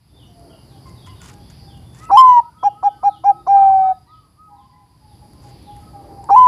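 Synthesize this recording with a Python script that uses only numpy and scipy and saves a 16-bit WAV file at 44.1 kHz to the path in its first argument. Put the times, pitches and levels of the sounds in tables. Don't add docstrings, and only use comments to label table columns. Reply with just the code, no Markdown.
import sys
import numpy as np
from scipy import signal
from scipy.fft import rfft, irfft
from scipy.io import wavfile
from scipy.ndimage import uniform_filter1d

SR = 44100
rng = np.random.default_rng(int(sys.argv[2]) if len(sys.argv) > 2 else 0)


def transcribe(signal):
    frames = np.atleast_2d(signal).T
    limited = np.clip(frames, -1, 1)
    pcm = np.round(limited * 32767).astype(np.int16)
    wavfile.write(sys.argv[1], SR, pcm)


def nominal_scale(level):
    x = np.asarray(level, float) / 20
    return 10 ** x


N = 285327
T = np.arange(N) / SR

# time in seconds, gain in dB.
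GAIN = [(0, -16.5), (.23, -3), (.8, -0.5), (1.13, 3.5), (1.3, 0.5), (1.9, -0.5), (2.16, 1.5), (2.45, -8.5),
        (3.4, -7.5), (3.75, -2.5), (4.1, -12.5), (4.95, -11), (5.15, -4), (5.55, 0), (6.47, 0)]
# frequency in Hz, level in dB per Hz.
TRAFFIC = [(15, -41.5), (30, -22), (60, 0), (122, -1.5), (160, -4.5), (200, -10), (300, -16), (500, -41.5)]
# frequency in Hz, level in dB per Hz.
MOTOR = [(108, -25), (118, 0), (128, 0), (138, -25)]
# frequency in Hz, level in dB per Hz.
AIR = [(150, -14.5), (300, 5), (520, -4.5), (850, -6), (1500, -22), (2600, -23), (4000, -22), (6200, -33),
       (12500, -30.5), (15500, -38.5)]
# centre in Hz, width in Hz, level in dB.
HIGH_INSECTS = [(10300, 700, -2), (11100, 570, -6)]
# centre in Hz, width in Hz, level in dB.
LOW_INSECTS = [(4770, 420, 2.5), (5800, 300, -14.5)]
TRAFFIC_DB, HIGH_INSECT_DB, AIR_DB, LOW_INSECT_DB = -45.5, -64.5, -61, -63
MOTOR_DB, MIDDLE_AIR_DB = -8, 12
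HIGH_FOLLOW, AIR_FOLLOW, LOW_FOLLOW = 0.68, 1.1, 0.97

# start in seconds, length in seconds, start pitch in Hz, level in dB.
CHIRPS = [(.154, 0.1, 3760, -58), (.488, .07, 3325, -59), (.648, 0.13, 4770, -65), (.94, 0.19, 4024, -59),
          (1.148, 0.096, 4010, -58.5), (1.664, .1, 3770, -59), (2.573, .13, 3620, -60),
          (2.831, 0.092, 3600, -62), (3.053, 0.14, 4520, -60.5), (3.549, 0.11, 4520, -63),
          (4.05, 0.13, 4500, -70), (4.55, 0.098, 4220, -72.5), (5.08, 0.088, 4240, -72),
          (5.603, .13, 4800, -62.5)]
# start in seconds, length in seconds, pitch in Hz, level in dB.
PEEPS = [(.08, .1, 3560, -72), (.257, 0.035, 5800, -70), (0.622, 0.053, 4660, -66),
         (1.373, 0.16, 3400, -68), (1.805, 0.17, 3500, -67.5), (2.034, .07, 2620, -59),
         (3.354, 0.083, 3735, -70.5), (3.749, 0.17, 3760, -69), (3.929, .12, 4890, -69.5)]
CHIRP_END_HZ = 2720

# start in seconds, length in seconds, start Hz, end Hz, level in dB.
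FAR_NOTES = [(.26, .3, 715, 650, -60), (.44, .12, 1450, 1350, -68), (1.2, 0.094, 1500, 1150, -57),
             (1.963, 0.095, 1750, 2100, -55.5), (2.4, 0.13, 1300, 1500, -63.5), (2.9, .2, 1526, 1504, -64),
             (3.05, 0.38, 304, 357, -56), (3.76, 0.14, 1763, 1720, -66), (4.2, 0.084, 1247, 1017, -59),
             (4.73, 0.041, 1983, 2010, -64), (6.235, 0.035, 983, 820, -41)]
# start in seconds, length in seconds, start Hz, end Hz, level in dB.
HONKS = [(.7, .12, 790, 790, -61), (.855, .045, 1090, 1040, -48.5), (1.07, .04, 1000, 1030, -44.5),
         (1.3, .13, 840, 810, -59), (1.56, .29, 817, 770, -64.5), (4.06, .04, 960, 1000, -59),
         (5.9, .18, 600, 581, -56.5)]
# start in seconds, length in seconds, pitch in Hz, level in dB.
NEIGHBOUR = [(4.47, .15, 830, -57.5), (4.71, .14, 830, -61), (5.01, .14, 845, -58), (5.21, .1, 840, -56),
             (5.43, .1, 826, -50), (5.66, .13, 828, -46), (5.93, .09, 815, -48), (6.07, .14, 805, -47.5),
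             (6.21, .1, 790, -46), (5.8, .16, 1285, -61), (5.33, .1, 1050, -63), (4.5, .06, 975, -59),
             (4.56, .11, 1045, -55.5), (4.69, .13, 1010, -56), (4.84, .09, 1010, -62)]
NEIGHBOUR_SAG_PER_S, CLEAR_OCTAVE_DB, HONK_OCTAVE_DB = 0.09, -29, -12

# start in seconds, length in seconds, level in dB.
RUSTLES = [(.86, 0.039, -60.5), (1.06, 0.029, -53), (1.209, .105, -47), (1.33, 0.012, -52),
           (1.5, 0.022, -54), (1.94, .12, -53.5), (5.41, 0.11, -61), (5.75, .08, -64)]
# frequency in Hz, level in dB per Hz.
FEATHER = [(410, -53), (700, -13), (1060, -1), (1170, -8), (1280, -5.5), (1830, -8.5), (4060, -15.5),
           (7040, -11), (15000, -30.5)]
# start in seconds, peak in dB, ring in Hz.
TICKS = [(0.3954, -49.5, 10300), (1.2173, -34.5, 7150), (1.299, -39.5, 7100), (1.3835, -50, 11100),
         (1.5007, -41, 6880), (1.7764, -50.5, 11060), (1.948, -41, 7260), (2.0527, -39, 7720),
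         (4.918, -61, 10300), (5.1363, -55, 10300), (5.3342, -46.5, 11100), (5.6282, -48, 10700),
         (5.7662, -43.5, 10800), (6.2421, -38, 7740)]

# start in seconds, length in seconds, level in dB.
WHISTLES = [(1.97, .21, -47), (2.4, .1, -55), (2.52, .16, -50), (2.71, .2, -50), (2.97, .2, -49.5),
            (3.23, .21, -49), (3.51, .17, -44), (3.78, .16, -45.5), (4.06, .15, -48.5), (4.35, .15, -48)]
WHISTLE_HZ, TIRING_HZ_PER_S = 1313, 14

# start in seconds, length in seconds, level in dB.
CROAKS = [
    (2.088, .004, -28),
    (2.0965, .016, -7),
    (2.6275, .007, -12),
    (2.826, .007, -15),
    (3.0275, .007, -18),
    (3.2355, .006, -22),
    (3.4645, .011, -16),
    (6.2885, .017, -7),
]
CROAK_HZ, THROAT_HZ, THROAT_T60_S = 290.7, 1005, 0.018

# multiple of the pitch, level in dB.
VOICE = [(1, 0), (2, -40.5), (3, -44), (4, -57.5), (5, -57), (6, -60.5), (7, -57), (8, -63.5), (9, -61.5),
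         (10, -67), (11, -72.5), (12, -77)]
# lift at start in dB, at end in dB.
BRIGHTNESS = [(15.5, 0.5), (22, -9), (20.5, -9), (18.5, -8.5), (18.5, -12.5), (23, -10), (12, -1)]
# time from the break in seconds, pitch in Hz, level in dB.
LEAD_IN = [(-.064, 765, -32), (-.053, 782, -10), (-.028, 809, -5.4), (-.02, 814, -7), (-.011, 877, -4.2),
           (-.007, 882, -7.3), (-.002, 900, -9)]
# time in seconds, pitch in Hz, level in dB.
HIGH_NOTES = [
    [(2.173, 1025, -1.4), (2.187, 1045, -.5), (2.215, 1042, -2.1), (2.222, 1035, -4), (2.285, 1009, -4.9),
     (2.36, 966, -9), (2.37, 960, -5.6), (2.398, 940, -7), (2.405, 900, -24)],
    [(6.362, 990, -2.7), (6.371, 1008, -4.2), (6.39, 1016, -3.3), (6.405, 1008, -6.3), (6.418, 1011, -3.9),
     (6.428, 1011, -5), (6.438, 1008, -4.1), (6.452, 999, -6.3), (6.48, 997, -4.5)],
]
# start in seconds, length in seconds, aimed pitch in Hz, effort in dB.
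LOW_NOTES = [
    (2.6326, .059, 854, -.5),
    (2.8287, .065, 846, -1.6),
    (3.0307, .07, 839, -1.7),
    (3.2386, .084, 831, -.8),
    (3.468, .466, 812, -2.2),
]
BEAK_HZ, BEAK_WIDTH_HZ, BEAK_DB = 5800, 380, 12
SETTLE_S, RAGGED_DB = .028, 4
SWELL_S, FADE_DB_PER_S, FADE_S, RELEASE_S = .0577, 29, .37, .022
SCOOP_HZ, SCOOP_S, REST_HZ, SAG_S, DROP_S = 156, .013, 737, .335, .01
THROB_HZ, THROB_DB, THROB_PEAK_S, THROB_FADE_S = 16.3, .9, .093, .22

# delay in seconds, level in dB.
ECHOES = [(.013, -30.5), (.031, -29.5), (.06, -31), (.098, -36)]


def level(x, db):
    return x * nominal_scale(db) / np.sqrt(np.mean(x ** 2))


def walk(rate_hz):
    hold = int(SR / rate_hz)
    steps = np.repeat(rng.standard_normal(N // hold + 1), hold)
    return 1.3 * uniform_filter1d(uniform_filter1d(steps, hold), hold)[:N]


def noise(points, size=N):
    hz, db = np.transpose(points)
    f = np.maximum(np.fft.rfftfreq(size, 1 / SR), 1)
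    colour = nominal_scale(np.interp(np.log(f), np.log(hz), db, -90, -90))
    return level(irfft(rfft(rng.standard_normal(size)) * colour, size), 0)


def band(x, lo_hz, hi_hz):
    return signal.sosfilt(signal.butter(2, [lo_hz, hi_hz], "band", fs=SR, output="sos"), x)


def add(out, start_s, x):
    i = int(start_s * SR)
    out[i:i + len(x)] += x[:N - i]


def swell(length_s, edge):
    u = np.linspace(0, 1, int(length_s * SR))
    return u, signal.windows.tukey(len(u), np.clip(edge, 0, 1))


def echo(x, t60_s, gap_s):
    t = np.arange(int(t60_s * SR)) / SR
    colour = [(100, -0.5), (1500, -7.0), (6000, -7.5), (15000, -22.5)]
    walls = noise(colour, size=len(t)) * nominal_scale(-60 * t / t60_s) * (t > gap_s)
    return signal.fftconvolve(x, walls / np.sqrt(np.sum(walls ** 2)) * nominal_scale(4))[:N]


def insects(bands):
    out = np.zeros(N)
    for hz, w, db in bands:
        hiss = noise([(hz - 2.3 * w, -25), (hz - w / 2, 0), (hz + w / 2, 0), (hz + 2.0 * w, -25)])
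        out += nominal_scale(db + 1.7 * walk(14)) * hiss
    return out


def yard():
    gain_db = np.interp(T, *np.transpose(GAIN))
    traffic_db = TRAFFIC_DB + gain_db
    air_db = AIR_DB + AIR_FOLLOW * gain_db
    high_db = HIGH_INSECT_DB + HIGH_FOLLOW * gain_db
    low_db = LOW_INSECT_DB + LOW_FOLLOW * gain_db + 1.9 * walk(4.5)
    air = noise(AIR)
    body, middle = band(air, 100, 1900), band(air, 1800, 6000)
    top = air - body - middle
    air = body * nominal_scale(air_db + 8.0 + 3.1 * walk(9.2))
    air += middle * nominal_scale(low_db + MIDDLE_AIR_DB + 2.5 * walk(8))
    air += top * nominal_scale(high_db + 16 + 0.5 * walk(11))
    bugs = insects(HIGH_INSECTS) * nominal_scale(high_db)
    bugs += insects(LOW_INSECTS) * nominal_scale(low_db - 1 + 2.0 * walk(9))
    rumble = noise(TRAFFIC) + nominal_scale(MOTOR_DB) * noise(MOTOR)
    return rumble * nominal_scale(traffic_db + 2.0 + 1.1 * walk(6.8)) + air + bugs


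def chirpers():
    out, flutter = np.zeros(N), walk(300)
    notes = [(*row, CHIRP_END_HZ) for row in CHIRPS] + [(*row, row[2]) for row in PEEPS]
    for start_s, length_s, hz0, db, hz1 in notes:
        u, env = swell(length_s, 0.42)
        hz = (hz0 + (hz1 - hz0) * u) * (1 + .028 * flutter[int(start_s * SR):][:len(u)])
        add(out, start_s, nominal_scale(db) * env * np.sin(2 * np.pi * np.cumsum(hz) / SR))
    return np.sqrt(2) * out


def far_birds():
    out, waver = np.zeros(N), walk(70)
    notes = [(s, length_s, hz, hz * (1 - NEIGHBOUR_SAG_PER_S * length_s), db, CLEAR_OCTAVE_DB)
             for s, length_s, hz, db in NEIGHBOUR]
    notes += [(*row, HONK_OCTAVE_DB) for row in HONKS]
    notes += [(*row, CLEAR_OCTAVE_DB) for row in FAR_NOTES]
    for start_s, length_s, hz0, hz1, db, octave_db in notes:
        u, env = swell(length_s, 0.2)
        hz = (hz0 + (hz1 - hz0) * u) * (1 + .013 * waver[int(start_s * SR):][:len(u)])
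        phase = 2 * np.pi * np.cumsum(hz) / SR
        add(out, start_s, nominal_scale(db) * env * (np.sin(phase) + nominal_scale(octave_db) * np.sin(2 * phase)))
    return np.sqrt(2) * out * nominal_scale(3.2 * walk(45))


def perch():
    out, t = np.zeros(N), np.arange(400) / SR
    brush = noise(FEATHER)
    low = band(brush, 300, 4100)
    high = brush - low
    brush = low * nominal_scale(2 * walk(60) + 2 * walk(400)) + high * nominal_scale(2.5 * walk(70) + 2.5 * walk(500))
    for start_s, length_s, db in RUSTLES:
        u, env = swell(1.3 * length_s, .55)
        add(out, start_s - 0.11 * length_s, nominal_scale(db) * env * brush[int(start_s * SR):][:len(u)])
    for start_s, db, hz in TICKS:
        ring = 1.2 * np.sin(2 * np.pi * hz * t) * nominal_scale(-60 * t / .008)
        scrape = 0.76 * noise(FEATHER, size=len(t)) * nominal_scale(-60 * t / .005)
        add(out, start_s, nominal_scale(db) * (ring + scrape))
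    return out


def whistler():
    out = np.zeros(N)
    for start_s, length_s, db in WHISTLES:
        u, env = swell(length_s, 0.29)
        hz = WHISTLE_HZ - TIRING_HZ_PER_S * (start_s - WHISTLES[0][0])
        glide = 1 - .2 * np.exp(-u / .17) - .03 * u ** 6
        phase = 2 * np.pi * np.cumsum(hz * glide) / SR
        grow = np.clip(.12 + ((u - .1) / .25) ** 2, 0, 1)
        add(out, start_s, nominal_scale(db) * env * grow * (np.sin(phase) + nominal_scale(-34) * np.sin(2 * phase)))
    return np.sqrt(2) * out * nominal_scale(2.0 * walk(40))


def croaks():
    out, t = np.zeros(N), np.arange(1500) / SR
    chance = rng.standard_normal((len(CROAKS), 8, 2))
    onset = 1 - np.exp(-(t / 0.0012) ** 2)
    puff = nominal_scale(-16) * np.sin(2 * np.pi * 430 * t) * nominal_scale(-60 * t / 0.019)
    for (start_s, length_s, db), draws in zip(CROAKS, chance):
        for k, (late, detune) in enumerate(draws):
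            at_s = (k + 0.11 * late) / CROAK_HZ
            grow = np.clip(.35 + 1.3 * at_s / length_s, 0, 1)
            grow *= np.clip((length_s - at_s) * CROAK_HZ + 1, 0, 1)
            ring = np.sin(2 * np.pi * THROAT_HZ * (1 + .04 * detune) * t) * nominal_scale(-60 * t / THROAT_T60_S)
            add(out, start_s + at_s, nominal_scale(db + 2.5) * grow * (ring + puff) * onset)
    return out


def high_note(held):
    break_s = held[0][0]
    s, hz, db = np.transpose([(break_s + s, hz, db) for s, hz, db in LEAD_IN] + held)
    on = (T >= s[0]) & (T < s[-1])
    pitch_hz = uniform_filter1d(np.interp(T[on], s, hz), size=60)
    loud = uniform_filter1d(np.interp(T[on], s, nominal_scale(db)), size=60)
    return on, pitch_hz, loud * np.clip((s[-1] - T[on]) / .002, 0, 1)


def low_note(start_s, length_s, hz, db):
    on = (T >= start_s) & (T < start_s + length_s)
    since_s, left_s = T[on] - start_s, start_s + length_s - T[on]
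    effort_hz = (hz - REST_HZ) * np.exp(-since_s / SAG_S) * (1 - np.exp(-left_s / DROP_S))
    pitch_hz = REST_HZ + effort_hz - SCOOP_HZ * np.exp(-since_s / SCOOP_S)
    throb_db = THROB_DB * np.cos(2 * np.pi * THROB_HZ * (since_s - THROB_PEAK_S))
    throb_db *= np.clip(since_s / THROB_PEAK_S, 0, 1) ** 4 * 1.6 * np.exp(-since_s / THROB_FADE_S)
    release = np.sin(np.pi / 2 * np.clip(left_s / RELEASE_S, 0, 1)) ** 1.35
    loud = nominal_scale(db - FADE_DB_PER_S * np.minimum(since_s, FADE_S) + throb_db)
    return on, pitch_hz, loud * (1 - np.exp(-since_s / SWELL_S)) * release


def dove():
    out = np.zeros(N)
    breath = nominal_scale(-32.5) * noise([(450, -35.5), (700, -3.0), (950, 7.0), (1150, -10), (1500, -22.5),
                                 (2500, -43.0)])
    tremble = nominal_scale(.4 * walk(90))
    notes = [high_note(HIGH_NOTES[0])] + [low_note(*row) for row in LOW_NOTES] + [high_note(HIGH_NOTES[1])]
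    for (on, pitch_hz, loud), (start_db, end_db) in zip(notes, BRIGHTNESS):
        since_s = T[on] - T[on][0]
        phase = 2 * np.pi * np.cumsum(pitch_hz) / SR
        tone = np.sin(phase) + breath[on]
        settle = np.exp(-since_s / SETTLE_S)
        bright_db = end_db + (start_db - end_db) * settle
        for k, over_db in VOICE[1:]:
            beak_db = BEAK_DB * np.exp(-((k * pitch_hz - BEAK_HZ) / BEAK_WIDTH_HZ) ** 2)
            ragged_db = RAGGED_DB * min(k / 6, 1) * (.3 + settle) * walk(250)[on]
            lift_db = beak_db + bright_db * min((k - 2) / 4, 1) + 2.2 * walk(40)[on] + ragged_db
            tone = tone + nominal_scale(over_db + lift_db) * np.sin(k * phase + k * k)
        out[on] = np.sqrt(2) * loud * tremble[on] * tone * np.clip(since_s / .002, 0, 1)
    return out


def scene():
    background = yard()
    small, far = chirpers(), far_birds()
    near, whistle = perch(), whistler()
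    near = near + croaks() + dove()
    walls = sum(nominal_scale(db) * np.concatenate([np.zeros(int(s * SR)), near])[:N] for s, db in ECHOES)
    wet = walls + nominal_scale(-43) * echo(near, .4, .03)
    far = far + nominal_scale(-7) * echo(far * nominal_scale(3 * walk(60)), .4, .008)
    small = nominal_scale(-.5) * small + nominal_scale(-4) * echo(small, .5, .003)
    whistle = whistle + nominal_scale(-19) * echo(whistle, .45, .02)
    mix = near + wet + nominal_scale(2.0) * whistle + nominal_scale(-2.0) * far + nominal_scale(-1.0) * small + background
    return mix[None]


def roll_off(x):
    return signal.sosfilt(signal.butter(12, 15700, fs=SR, output="sos"), x)


def record(dry):
    flat = np.clip(dry, -.98, .98)
    return roll_off(flat)


dry = scene()
out = record(dry)
transcribe(out)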